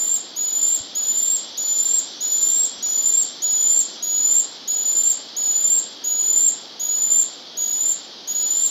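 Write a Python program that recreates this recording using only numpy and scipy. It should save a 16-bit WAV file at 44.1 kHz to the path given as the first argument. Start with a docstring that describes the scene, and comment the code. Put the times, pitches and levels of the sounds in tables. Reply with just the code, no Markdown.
"""Thin rising whistles, fourteen in all, each with a fine fast tremble: a puffbird on a branch.
Trunks and leaves throw the notes back, so they flutter and trail off. Behind, far cicadas merge
into a hiss; a nearer one buzzes for a few seconds, its two tymbals clicking in turn.
Faint high chips, a low forest murmur and soft bumps on the microphone housing lie underneath."""
import sys
import numpy as np
from scipy import signal
from scipy.fft import rfft, irfft
from scipy.io import wavfile
from scipy.ndimage import uniform_filter1d

SR = 44100
rng = np.random.default_rng(int(sys.argv[2]) if len(sys.argv) > 2 else 0)


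def materialize(psi):
    """Save the field psi as 16-bit PCM at rate SR to the path in sys.argv[1].

    A 1-D psi becomes a single channel; in a 2-D psi each row is a channel.
    """
    bounded = np.clip(np.atleast_2d(psi).T, -1, 1)
    quanta = np.round(bounded * 32767).astype(np.int16)
    wavfile.write(sys.argv[1], SR, quanta)


N = 383654
TIME_S = np.arange(N) / SR

# bird's notes: (start [s], end [s], scoop depth [Hz], held pitch [Hz], top pitch [Hz],
#                climb exponent [1 = straight], relative mid-note level [dB])
SONG_NOTES = [(-0.25, 0.171, 600, 6760, 7440, 1.35, -21.5), (0.358, 0.773, 1500, 6866, 7450, 1.83, -20),
              (0.95, 1.374, 650, 6890, 7530, 1.53, -20.5), (1.571, 1.998, 1520, 6948, 7500, 1.74, -19),
              (2.206, 2.659, 700, 6905, 7570, 1.52, -19.5), (2.825, 3.231, 600, 6928, 7556, 2.1, -18.5),
              (3.419, 3.818, 593, 6864, 7456, 2.28, -17.5), (4.024, 4.409, 496, 6840, 7487, 2.85, -18),
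              (4.675, 5.128, 750, 6880, 7417, 1.77, -19.5), (5.364, 5.797, 690, 6896, 7533, 2.33, -18.5),
              (6.039, 6.495, 600, 6836, 7490, 2.35, -18), (6.795, 7.23, 597, 6796, 7376, 1.74, -19),
              (7.568, 7.928, 890, 6813, 7366, 2.62, -20.5), (8.273, 8.68, 650, 6782, 7390, 1.74, -20)]
# near cicada, slowing: (time [s], click rate per tymbal [Hz])
TYMBAL_RATE_HZ = [(.8, 112.3), (1.45, 111.2), (1.6, 109.3), (1.9, 107.5), (2.36, 105.6), (2.96, 104.5),
                  (3.56, 103.3), (4.3, 102.4)]
# near cicada's envelope: (time [s], level [dB])
CICADA_ENVELOPE_DB = [(.6, -62), (1.3, -51), (1.6, -39.5), (2.6, -40), (3.8, -40.5), (4.1, -42.5),
                      (4.5, -55)]
# near cicada's resonances: (frequency [Hz], relative gain [dB])
CICADA_SPECTRUM_DB = [(2800, -31), (3350, 3.5), (3700, 1), (4000, 1.5), (4500, 2), (5200, -2.5),
                      (5850, 2.5), (6200, -3.5), (6800, -40)]
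# far cicadas' envelope before ducking: (time [s], level [dB])
CHORUS_ENVELOPE_DB = [(.3, -39.5), (.7, -37.5), (1.6, -36.5), (3.7, -37.5), (4.7, -38.1), (7.3, -39.5),
                      (8.25, -38.5), (8.5, -36.2), (8.7, -37)]
# far cicadas' band: (frequency [Hz], relative gain [dB])
CHORUS_SPECTRUM_DB = [(2300, -40.5), (2750, -16), (3000, -5), (3300, 1.5), (3650, -1.5), (3950, 1),
                      (4250, -1.5), (4550, 0), (5100, -2.5), (5600, -6.5), (6300, -12), (7400, -28),
                      (8300, -52)]
# pips in the leaves: (time [s], pitch [Hz], peak before echoes [dB])
LEAF_CHIPS = [(.157, 11000, -54), (3.195, 8100, -49), (6.376, 12100, -57), (6.38, 9240, -55)]
# bumps on the housing: (time [s], envelope peak [dB])
HOUSING_BUMPS = [(.629, -51), (.804, -38.5), (1.075, -56), (1.149, -58), (1.519, -61), (2.779, -53)]
# forest wash: (frequency [Hz], relative gain [dB])
MURMUR_SPECTRUM_DB = [(25, -73), (60, -32.5), (100, -22.5), (150, -12), (210, -3.5), (290, 0), (420, -2.5),
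                      (700, -3), (1000, -6.5), (2200, -12), (5000, -13), (8500, -39.5), (15000, -34.5)]


def bird(tremble_hz=58, drift_hz=11, jitter_hz=7.0, shake_db=1.2):
    """Song plus echoes. The octave, beamed forward and soaked up by leaves, dies sooner."""
    cycles = np.cumsum(tremble_hz * (1 + 0.0901 * wander(15))) / SR
    tremble = (1 + 0.3 * wander(8.5)) * np.sin(2 * np.pi * cycles)
    waver_hz = drift_hz * wander(27) + jitter_hz * wander(390)
    song = sum(whistle(row, tremble, waver_hz) for row in SONG_NOTES)
    tone, octave = song * gain(shake_db * wander(25))
    tone_echoes = gain(-8) * (trunks(tone, 0.003, 0.045) + foliage(tone, t60_s=0.3))
    octave_echoes = gain(-2.5) * trunks(octave, 0.0024, 0.025) + gain(-15.5) * foliage(octave, t60_s=0.17)
    return gain(-0.78) * (tone + tone_echoes + octave + octave_echoes)


def whistle(row, tremble, waver_hz, swell_db=4.5, octave_db=-41.5, throat_hz=6660, throat_edge_hz=130):
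    """One note and its octave: scoops up, climbs ever faster, flicks down as the syrinx lets go."""
    start_s, end_s, scoop_hz, held_hz, top_hz, bend, level_db = row
    attack_s, release_s, scoop_s = 0.0016, 0.0055, 0.005
    lift_hz, lift_lead_s, lift_width_s = 60.4, 0.02, 0.0079
    flick_hz, flick_s = 1110, 0.016
    sounding = (TIME_S >= start_s) & (TIME_S < end_s)
    time_s = TIME_S[sounding]
    age_s, left_s = time_s - start_s, end_s - time_s
    progress = age_s / (end_s - start_s)
    depth_hz = 22 + 1.2 * time_s  # tremble deepens through the song
    pitch_hz = held_hz + (top_hz - held_hz) * progress ** bend
    pitch_hz += depth_hz * tremble[sounding] + waver_hz[sounding]
    pitch_hz -= scoop_hz * np.exp(-age_s / scoop_s)
    pitch_hz += lift_hz * np.exp(-((left_s - lift_lead_s) / lift_width_s) ** 2)
    pitch_hz -= flick_hz * np.clip(1 - left_s / flick_s, 0, 1) ** 2
    phase = 2 * np.pi * np.cumsum(pitch_hz) / SR
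    gate = np.sqrt(2) * smooth_step(age_s / attack_s) * smooth_step(left_s / release_s)
    # throat tuned to the held note: muffles the low ends of scoop and flick
    throat = 1 / np.sqrt(1 + np.exp((throat_hz - pitch_hz) / throat_edge_hz))
    tone = throat * gain(level_db + swell_db * (progress - 0.5)) * np.sin(phase)
    octave = gain(octave_db) * np.sin(2 * phase)
    partials = np.zeros((2, N))
    partials[:, sounding] = gate * [tone, octave]
    return partials


def cicada():
    """Near cicada: a resonant buzz that swells, holds and fades as it slows."""
    buzz = shape_spectrum(tymbals(curve(TYMBAL_RATE_HZ)), CICADA_SPECTRUM_DB)
    return buzz * gain(curve(CICADA_ENVELOPE_DB))


def tymbals(rate_hz, second_ratio=0.56, unsteadiness=0.0006):
    """Two tymbals click in turn; the forest smears the clicks into a buzz."""
    cycles = np.cumsum(rate_hz * (1 + unsteadiness * wander(12))) / SR
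    first, second = (np.diff(np.floor(cycles + lag), prepend=0) for lag in (0, 0.5))
    clicks = first + second_ratio * second
    return gain(-12) * clicks + foliage(clicks, t60_s=0.4)


def chorus(trim_db=-0.15, flutter_db=0.4, buzz_db=-4, slowing_per_s=0.003, count=4):
    """Far cicadas: a hiss in which a few still buzz, ducked while the near one sings."""
    rates_hz = rng.uniform(98, 118, count)
    buzz = unit_rms(sum(tymbals(hz * (1 - slowing_per_s * TIME_S)) for hz in rates_hz))
    hiss = shape_spectrum(rng.standard_normal(N) + gain(buzz_db) * buzz, CHORUS_SPECTRUM_DB)
    level = gain(curve(CHORUS_ENVELOPE_DB))
    near_level = gain(curve(CICADA_ENVELOPE_DB))
    power_share = np.clip(1 - 0.75 * (near_level / level) ** 2, 0.3, 1)
    return hiss * level * np.sqrt(power_share) * gain(trim_db + flutter_db * wander(29))


def chips(rise_s=0.0037, rasp_rms_hz=250):
    """Short raspy pips trailing off among the leaves."""
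    pips = np.zeros(N)
    rasp_hz = rasp_rms_hz * wander(700)
    for start_s, pitch_hz, peak_db in LEAF_CHIPS:
        age_s = np.maximum(TIME_S - start_s, 0)
        phase = 2 * np.pi * np.cumsum(pitch_hz + rasp_hz) / SR
        pips += gain(peak_db) * pulse(age_s / rise_s) * np.sin(phase)
    return pips + gain(4.5) * foliage(pips, t60_s=0.13)


def bumps(body_hz=95, rise_s=0.0036):
    """Each bump pushes the microphone housing through a cycle or two."""
    thumps = np.zeros(N)
    for start_s, peak_db in HOUSING_BUMPS:
        age_s = np.maximum(TIME_S - start_s, 0)
        thumps += gain(peak_db) * pulse(age_s / rise_s) * np.sin(2 * np.pi * body_hz * age_s)
    return thumps


def murmur(level_db=-44.5, swell_db=0.24):
    """Steady low forest wash, perhaps a far stream."""
    wash = shape_spectrum(rng.standard_normal(N), MURMUR_SPECTRUM_DB)
    return wash * gain(level_db + swell_db * wander(6.5))


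def trunks(x, first_s, last_s, count=9):
    """Distinct echoes off trunks and ground, later ones weaker."""
    delays_s = first_s + (last_s - first_s) * (np.arange(count) + rng.random(count)) / count
    weights = np.exp(-delays_s / last_s)
    weights /= np.linalg.norm(weights)
    return sum(weight * np.pad(x, (round(s * SR), 0))[:N] for s, weight in zip(delays_s, weights))


def foliage(x, t60_s, build_s=0.014):
    """Countless faint leaf echoes: a decaying noise tail of unit energy."""
    age_s = TIME_S[:SR]
    envelope = gain(-60 * age_s / t60_s) * (1 - np.exp(-age_s / build_s))
    tail = rng.standard_normal(SR) * envelope
    return signal.fftconvolve(x, tail / np.linalg.norm(tail))[:N]


def shape_spectrum(x, points):
    """Filter by (frequency [Hz], gain [dB]) points; rms 1."""
    hz, db = np.transpose(points)
    bins_hz = np.fft.rfftfreq(N, 1 / SR)
    response_db = np.interp(np.log(bins_hz + 1), np.log(hz), db)
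    return unit_rms(irfft(rfft(x) * gain(response_db), N))


def wander(bandwidth_hz):
    """Smooth random drift; rms 1."""
    bins_hz = np.fft.rfftfreq(N, 1 / SR)
    lowpass = np.exp(-(bins_hz / bandwidth_hz) ** 2)
    return unit_rms(irfft(rfft(rng.standard_normal(N)) * lowpass, N))


def curve(rows):
    """(time [s], value) rows, interpolated per sample."""
    return np.interp(TIME_S, *np.transpose(rows))


def pulse(x):
    """Rise to 1 at x = 1, then decay."""
    return x * np.exp(1 - x)


def smooth_step(x):
    """Smooth rise over x = 0 to 1."""
    return np.sin(np.pi / 2 * np.clip(x, 0, 1)) ** 2


def gain(db):
    """Decibels to amplitude."""
    return 10 ** (np.asarray(db) / 20)


def unit_rms(x):
    """Scale to rms 1."""
    return x / np.sqrt(np.mean(x ** 2) + 1e-20)


def scene():
    """All sources at one microphone."""
    return (bird() + cicada() + chorus() + chips() + murmur() + bumps())[None]


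def record(dry, settle_s=0.25, expansion=0.1, pivot_db=-24, cutoff_hz=15700):
    """Gentle noise suppressor: gain sags in pauses, creeps back under notes. Then a low-pass."""
    power = uniform_filter1d(dry[0] ** 2, size=1024)
    level_db = 10 * np.log10(abs(power) + 1e-12)
    pole = np.exp(-1 / (settle_s * SR))
    gain_db = expansion * signal.lfilter([1 - pole], [1, -pole], level_db - pivot_db)
    lowpass = signal.firwin(255, cutoff_hz, window=("kaiser", 9), fs=SR)
    return signal.oaconvolve(dry * gain(gain_db), lowpass[None], "same")


dry = scene()
out = record(dry)
materialize(out)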